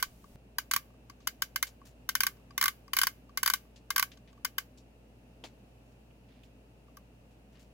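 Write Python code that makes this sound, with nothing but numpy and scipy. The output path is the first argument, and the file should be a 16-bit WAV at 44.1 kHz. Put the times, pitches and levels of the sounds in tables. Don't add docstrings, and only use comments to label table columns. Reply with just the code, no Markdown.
import sys
import numpy as np
from scipy import signal
from scipy.fft import rfft, irfft, next_fast_len
from scipy.io import wavfile
from scipy.ndimage import uniform_filter1d

SR = 44100
rng = np.random.default_rng(int(sys.argv[2]) if len(sys.argv) > 2 else 0)


def volts_from_decibels(level):
    exponent = np.asarray(level, float) / 20
    return 10 ** exponent


def waveform_to_disk(signal):
    frames = np.transpose(np.atleast_2d(signal))
    scaled = np.clip(frames, -1, 1) * 32767
    samples = np.round(scaled).astype(np.int16)
    wavfile.write(sys.argv[1], SR, samples)


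N = 341157
LEAD_S = .003


def add(track, sound, s):
    i = int(round(s * SR))
    a, b = max(i, 0), min(i + sound.shape[1], N)
    track[:, a:b] += sound[:, a - i:b - i]


def unit(x):
    return x / np.sqrt(np.mean(x ** 2))


def lean(pan_db):
    return volts_from_decibels(np.array([[.5], [-.5]]) * pan_db)


def on_log(table, hz):
    f, v = np.transpose(table)
    return np.interp(np.log(np.maximum(hz, 1)), np.log(f), v)


def coloured(size, gain):
    hz = np.arange(size // 2 + 1) * SR / size
    return irfft(rfft(rng.standard_normal((2, size))) * gain(hz), size)


def walk(rate):
    k = int(SR / rate)
    held = np.repeat(rng.standard_normal(N // k + 1), k)
    return unit(uniform_filter1d(uniform_filter1d(held, k), k)[:N])


def floor():
    # (frequency [Hz], density [dB per Hz])
    air_colour = [(25, -28), (44, -27.5), (60, -13.5), (100, -11.5), (180, -8.5), (260, -7), (320, -14.5),
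                  (650, -16), (1100, -27.5), (2200, -31.5), (2700, -24.5), (3300, -35), (8000, -41.5),
                  (15500, -41)]
    # (frequency [Hz], correlation [-1 to 1])
    air_likeness = [(60, 0.79), (130, 0.88), (290, 0.94), (640, 0.34), (1410, -0.11), (3100, -0.31),
                    (6820, 0.018), (15000, -0.52)]
    # (frequency [Hz], level [dB], waver [dB])
    motor_lines = [(56.8, -61, .4), (113.6, -74, 1.5), (120, -67.5, 1.0), (254, -76, 3), (442.5, -79, 1.5),
                   (614, -84, 1.5), (883, -87, 1.0)]
    hz = np.arange(N // 2 + 1) * SR / N
    alike = np.clip(on_log(air_likeness, hz), -.9, .99)
    mid, side = rfft(coloured(N, lambda f: volts_from_decibels(on_log(air_colour, f))))
    air = irfft(mid * np.sqrt(1 + alike) + np.array([[1], [-1]]) * side * np.sqrt(1 - alike), N)
    t = np.arange(N) / SR
    hum = np.zeros(N)
    for f, db, waver_db in motor_lines:
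        level = np.sqrt(2) * volts_from_decibels(db + waver_db * walk(rate=6))
        hum += level * np.sin(2 * np.pi * f * t)
    air_db = -60 + .5 * walk(1.5)
    return volts_from_decibels(air_db) * unit(air) * lean(0.5) + hum


def raw_capsule(filter_on_s=.3582):
    t = np.arange(N) / SR - filter_on_s
    hiss = volts_from_decibels(-67.5) * rng.standard_normal((2, N))
    rumble_hz = 70
    rumble = unit(coloured(N, lambda hz: (hz > 15) / (1 + (hz / rumble_hz) ** 2))[0])
    swing = -volts_from_decibels(-41.5) * np.cos(2 * np.pi * 115 * t) * np.exp(-(t / 0.006) ** 2)
    return (t < 0) * (hiss + volts_from_decibels(-62) * rumble + swing)


def body(count=160, size=2600):
    # (frequency [Hz], level [dB], t60 [s], left minus right [dB])
    case_modes = [(980, -12, .028, -2), (1152, 23, 0.034, 1), (1532, -11.5, 0.053, -1.5),
                  (1597, -4, .022, -1.5), (1760, -6.5, 0.011, -4.5), (2107, -9.5, 0.047, 0.5),
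                  (2301, -4, 0.016, 0), (2986, -1.5, 0.013, -1.5), (3620, -16, 0.023, 3),
                  (3980, -9.5, 0.013, 4.5), (4500, -11.5, 0.024, -1.5), (4826, -8, 0.024, 3.5),
                  (5610, -11.5, 0.019, 3), (5774, -6.5, .011, 7), (6770, -7.5, 0.012, -1)]
    # (frequency [Hz], level [dB])
    plate_colour = [(900, -10), (2500, -8.5), (3200, -1.5), (4100, -10.5), (5900, -6.5), (7800, -5),
                    (8900, -15.5), (10200, -5), (14200, -2.5), (15900, -5), (16600, -18.5)]
    group_edges_hz = (1300, 2500, 8500)
    plate_t60_s, plate_db = 0.0079, -10.5
    port_lag_s = 1 / SR
    case = np.array(case_modes)
    plate_hz = np.linspace(1050, 16500, count) + 40 * rng.standard_normal(count)
    hz = np.r_[case[:, 0], plate_hz]
    db = np.r_[case[:, 1], plate_db + on_log(plate_colour, plate_hz)]
    t60 = np.r_[case[:, 2], np.full(count, plate_t60_s)]
    pan_db = np.r_[case[:, 3], 3.0 * rng.standard_normal(count)]
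    turn = np.clip(hz / 1400, 0, np.pi) * (2 * rng.random(len(hz)) - 1)
    start = np.clip(hz / 2500, 0, np.pi) * rng.standard_normal(len(hz))
    t = np.arange(size) / SR
    fade = np.exp(-np.log(1000) * t / t60[:, None])
    rings = []
    for side in (1, -1):
        level = volts_from_decibels(db + side * pan_db / 2)[:, None]
        phase = (start + side * turn / 2)[:, None]
        heard_t = t - side * port_lag_s / 2
        rings.append(level * fade * np.sin(2 * np.pi * hz[:, None] * heard_t + phase))
    radiate = signal.butter(N=9, Wn=962.4, btype="high", fs=SR, output="sos")
    hand_db = -19
    return signal.sosfilt(radiate, rings) + volts_from_decibels(hand_db) * np.array(rings), np.searchsorted(group_edges_hz, hz)


def chatter(rebound_db, scatter_db=6.0, density=.3, size=400):
    rise_s, fall_s, cloud_db, rebound_s = 0.0015, 0.0032, -12.5, 0.0018
    start = int(LEAD_S * SR)
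    t = (np.arange(size) - start) / SR
    chance = rng.standard_normal((3, size))
    cloud = (rng.random(size) < density) * np.sign(chance[0]) * volts_from_decibels(cloud_db + scatter_db * chance[1])
    force = cloud * np.where(t < 0, np.exp(3 * t / rise_s), np.exp(-t / fall_s))
    force[start] += 1
    rebound = start + int(rebound_s * SR * (1 + .06 * chance[2, 0]))
    force[rebound] += volts_from_decibels(rebound_db + 1.3 * chance[2, 1])
    return force


def strikes(table, rings, group, rebound_db, late_s, vary_db=1.2, port_db=2.5, size=8192):
    group_db = (-8, -3.5, -9, -3.5)
    group_pan_db = (-1, -5, 2, -2.5)
    # (level [dB], t60 [s])
    scatter = [(-10.5, 0.12), (-6, 0.082), (-6, 0.091), (-8.5, 0.082)]
    scatter_rise_s = 0.0021
    room_db, room_t60_s = -33.5, 0.39
    track = np.zeros((2, N))
    t = np.arange(size) / SR - LEAD_S
    power = np.abs(rfft(rings, size)) ** 2
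    colour = [np.sqrt(uniform_filter1d(power[:, group == k].sum(axis=1), size=10)) for k in range(4)]
    for s, db, boom_db, body_db, sizzle_db, pan_db in table:
        shares = volts_from_decibels(vary_db * rng.standard_normal(len(group)) + port_db * rng.standard_normal((2, len(group))))
        force = chatter(rebound_db)[None]
        for k, rel_db in enumerate((boom_db, body_db, 0, sizzle_db)):
            modes = np.einsum("cm,cmt->ct", shares[:, group == k], rings[:, group == k])
            ring = signal.fftconvolve(modes, force, axes=1)
            ring = ring / np.sqrt(np.mean(ring[:, :len(force[0])] ** 2))
            near_db, near_t60_s = scatter[k]
            fade = volts_from_decibels(near_db - 60 * t / near_t60_s) + volts_from_decibels(room_db - 60 * t / room_t60_s)
            tail = unit(coloured(size, lambda hz: colour[k])) * np.clip(t / scatter_rise_s, 0, 1) * fade
            gain = volts_from_decibels(db + rel_db + group_db[k])
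            add(track, gain * lean(pan_db + group_pan_db[k]) * ring, s - LEAD_S + late_s)
            add(track, gain * tail, s - LEAD_S + late_s)
    return track


def pawl_drops(rings, group):
    # (time [s], upper ring [dB], case boom over ring [dB], left minus right [dB])
    earlier_drop = (-.016, -24, -10, 0)
    slow_drops = [(0.0261, -20, -8.5, -1), (0.5838, -23, -8, 2), (0.7122, -22, -9, 1.5),
                  (1.272, -21.5, -16, 3.5), (1.4204, -21, -15.5, 1), (1.5593, -23.5, -20, -0.5),
                  (2.0901, -23, -19.5, 1), (2.578, -24, -9, 1), (2.9334, -23.5, -10, 2),
                  (3.3736, -23.5, -10, 2), (3.904, -25, -9.5, 2), (4.4481, -23.5, -11, 3.5),
                  (4.582, -23.5, -10.5, 3.0)]
    quick_drops = [(0.7357, -20.5, -10, 2.0), (0.7623, -22, -4, -1.5), (1.6268, -21, -21, 0.5),
                   (2.1522, -20.5, -21, 4), (2.2052, -18.5, -18, 4), (2.2339, -22.5, -6.5, -2.5),
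                   (2.2666, -22, -7, 2), (2.612, -20.5, -10, 2.5), (2.6256, -23.5, -4, 1),
                   (2.6387, -22, -7.5, -2.5), (2.657, -22, -2.5, 2), (2.6805, -22, -8.5, 1.5),
                   (2.9668, -21.5, -16, -1.5), (2.9871, -18.5, -16, 2.5), (3.015, -19, -19, -0.5),
                   (3.0333, -20, -12.5, 4), (3.0693, -21.5, -8.5, 1), (3.4307, -21, -19.5, 1),
                   (3.46, -20.5, -15.5, 3.5), (3.476, -20.5, -13.5, -2), (3.4996, -21.5, -10.5, 2.5),
                   (3.5362, -19, -13, 1.5), (3.9607, -21.5, -9.5, 1), (3.9795, -21.5, -8, 2),
                   (3.995, -21, -6, -1), (4.0261, -22.5, -7.5, -0.5)]
    usual_db = -21.5
    body_follows, sizzle_follows = 0.36, 0.49
    # drops, then body and sizzle of a usual drop over its ring [dB]
    kinds = ((slow_drops, -7, -4.5), ([earlier_drop, *quick_drops], -5, -2))
    rows = []
    for table, body_db, sizzle_db in kinds:
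        for s, db, boom_db, pan_db in table:
            louder_db = db - usual_db
            drop_body_db = body_db + (body_follows - 1) * louder_db
            drop_sizzle_db = sizzle_db + (sizzle_follows - 1) * louder_db
            rows.append((s, db, boom_db, drop_body_db, drop_sizzle_db, pan_db))
    return strikes(sorted(rows), rings, group, rebound_db=-7, late_s=0.00045)


def knob_ticks(rings, group):
    # (time [s], upper ring [dB], case boom over ring [dB], plate sizzle over ring [dB])
    ticks = [(0.241, -60, 12, -14), (0.9034, -70, 10, -14), (0.94, -73, 10, -15),
             (1.0976, -44, -1.5, -12.5), (1.2032, -59, -4, -25.5), (1.815, -75, 26.5, -16),
             (2.3684, -63, -3, -13), (2.397, -70, 6, -14), (2.506, -52, 3.5, -28),
             (2.8794, -52.5, 2.5, -15), (3.2924, -60, 10.5, -19), (3.6497, -71, 8, -12),
             (4.1719, -53, -13, -24), (4.3281, -60, -1, -21), (4.3754, -67.5, 13, -15),
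             (6.881, -72, 13, -12), (6.9693, -49, 1, -2.5)]
    rows = [(s, db, boom_db, -7.5 + .2 * min(boom_db, 6), sizzle_db, 2)
            for s, db, boom_db, sizzle_db in ticks]
    return strikes(rows, rings, group, rebound_db=-5.5, late_s=0.00058)


def slips(table, pan_db, rise, share=0.256, above_db=-6):
    skin_top_hz, grit_db = 7740, 3.0
    track = np.zeros((2, N))
    for s, db, length, centre_hz, octaves in table:
        size = next_fast_len(int(5 * length * SR))
        t = np.arange(size) / SR / length
        hiss = coloured(size, lambda hz: np.exp(-(np.log2((hz + 1) / centre_hz) / octaves) ** 2)
                        * np.where(hz > skin_top_hz, volts_from_decibels(above_db), 1))
        hiss = unit(hiss + share * hiss[::-1])
        grit = volts_from_decibels(grit_db * unit(uniform_filter1d(rng.standard_normal(size), size=90)))
        shape = np.minimum(t / rise, 1) * (np.exp(-1.6 * t ** 2) * grit + 0.34 * np.exp(-1.0 * t))
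        add(track, volts_from_decibels(db) * hiss * shape * lean(pan_db), s)
    return track


def knob_slips():
    finger_slips = [(1.208, -73.5, 0.072, 3970, 1.2), (1.668, -52.5, .03, 5000, 3.4),
                    (1.852, -62, 0.056, 5900, 3.5), (3.759, -62.5, 0.033, 3800, 1.25),
                    (4.116, -57, 0.028, 3140, 1.1), (4.274, -66.5, 0.039, 2500, 1.04),
                    (4.774, -64, 0.036, 5300, 1.1), (5.438, -49.5, .025, 446, 1.4),
                    (5.439, -51, .014, 3100, 0.2), (5.439, -52, 0.042, 2480, 1.9),
                    (6.969, -64, .005, 13500, .4)]
    return slips(finger_slips, pan_db=2.5, rise=0.034)


def palm_slips():
    # (time [s], level [dB], length [s], centre [Hz], width [octaves])
    palm_shifts = [(5.86, -83, 0.074, 7000, 0.59), (5.92, -79, 0.015, 5000, 1.6),
                   (6.107, -68, 0.0094, 2600, 0.3), (6.28, -73, 0.21, 2400, 1.01),
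                   (6.432, -71, 0.043, 3740, 2.5), (6.434, -63, 0.0097, 2980, 0.43)]
    return slips(palm_shifts, pan_db=-5, rise=0.053)


def table_slips():
    # (time [s], level [dB], length [s], centre [Hz], width [octaves])
    table_brushes = [(7.305, -75.5, 0.04, 4000, 2.1), (7.52, -76, .04, 4020, 2.1),
                     (7.54, -68.5, 0.074, 2100, 1.3), (7.585, -69, 0.076, 4500, 2.3)]
    return slips(table_brushes, pan_db=3, rise=.2)


def scene():
    rings, group = body()
    steel = pawl_drops(rings, group) + knob_ticks(rings, group)
    skin = knob_slips() + palm_slips() + table_slips()
    return floor() + steel + skin


def top_cut(x):
    return signal.sosfilt(signal.butter(12, 16980, fs=SR, output="sos"), x)


def record(dry):
    top = signal.ellip(6, .3, 22, 15900, fs=SR, output="sos")
    return top_cut(signal.sosfilt(top, dry + raw_capsule()))


dry = scene()
out = record(dry)
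waveform_to_disk(out)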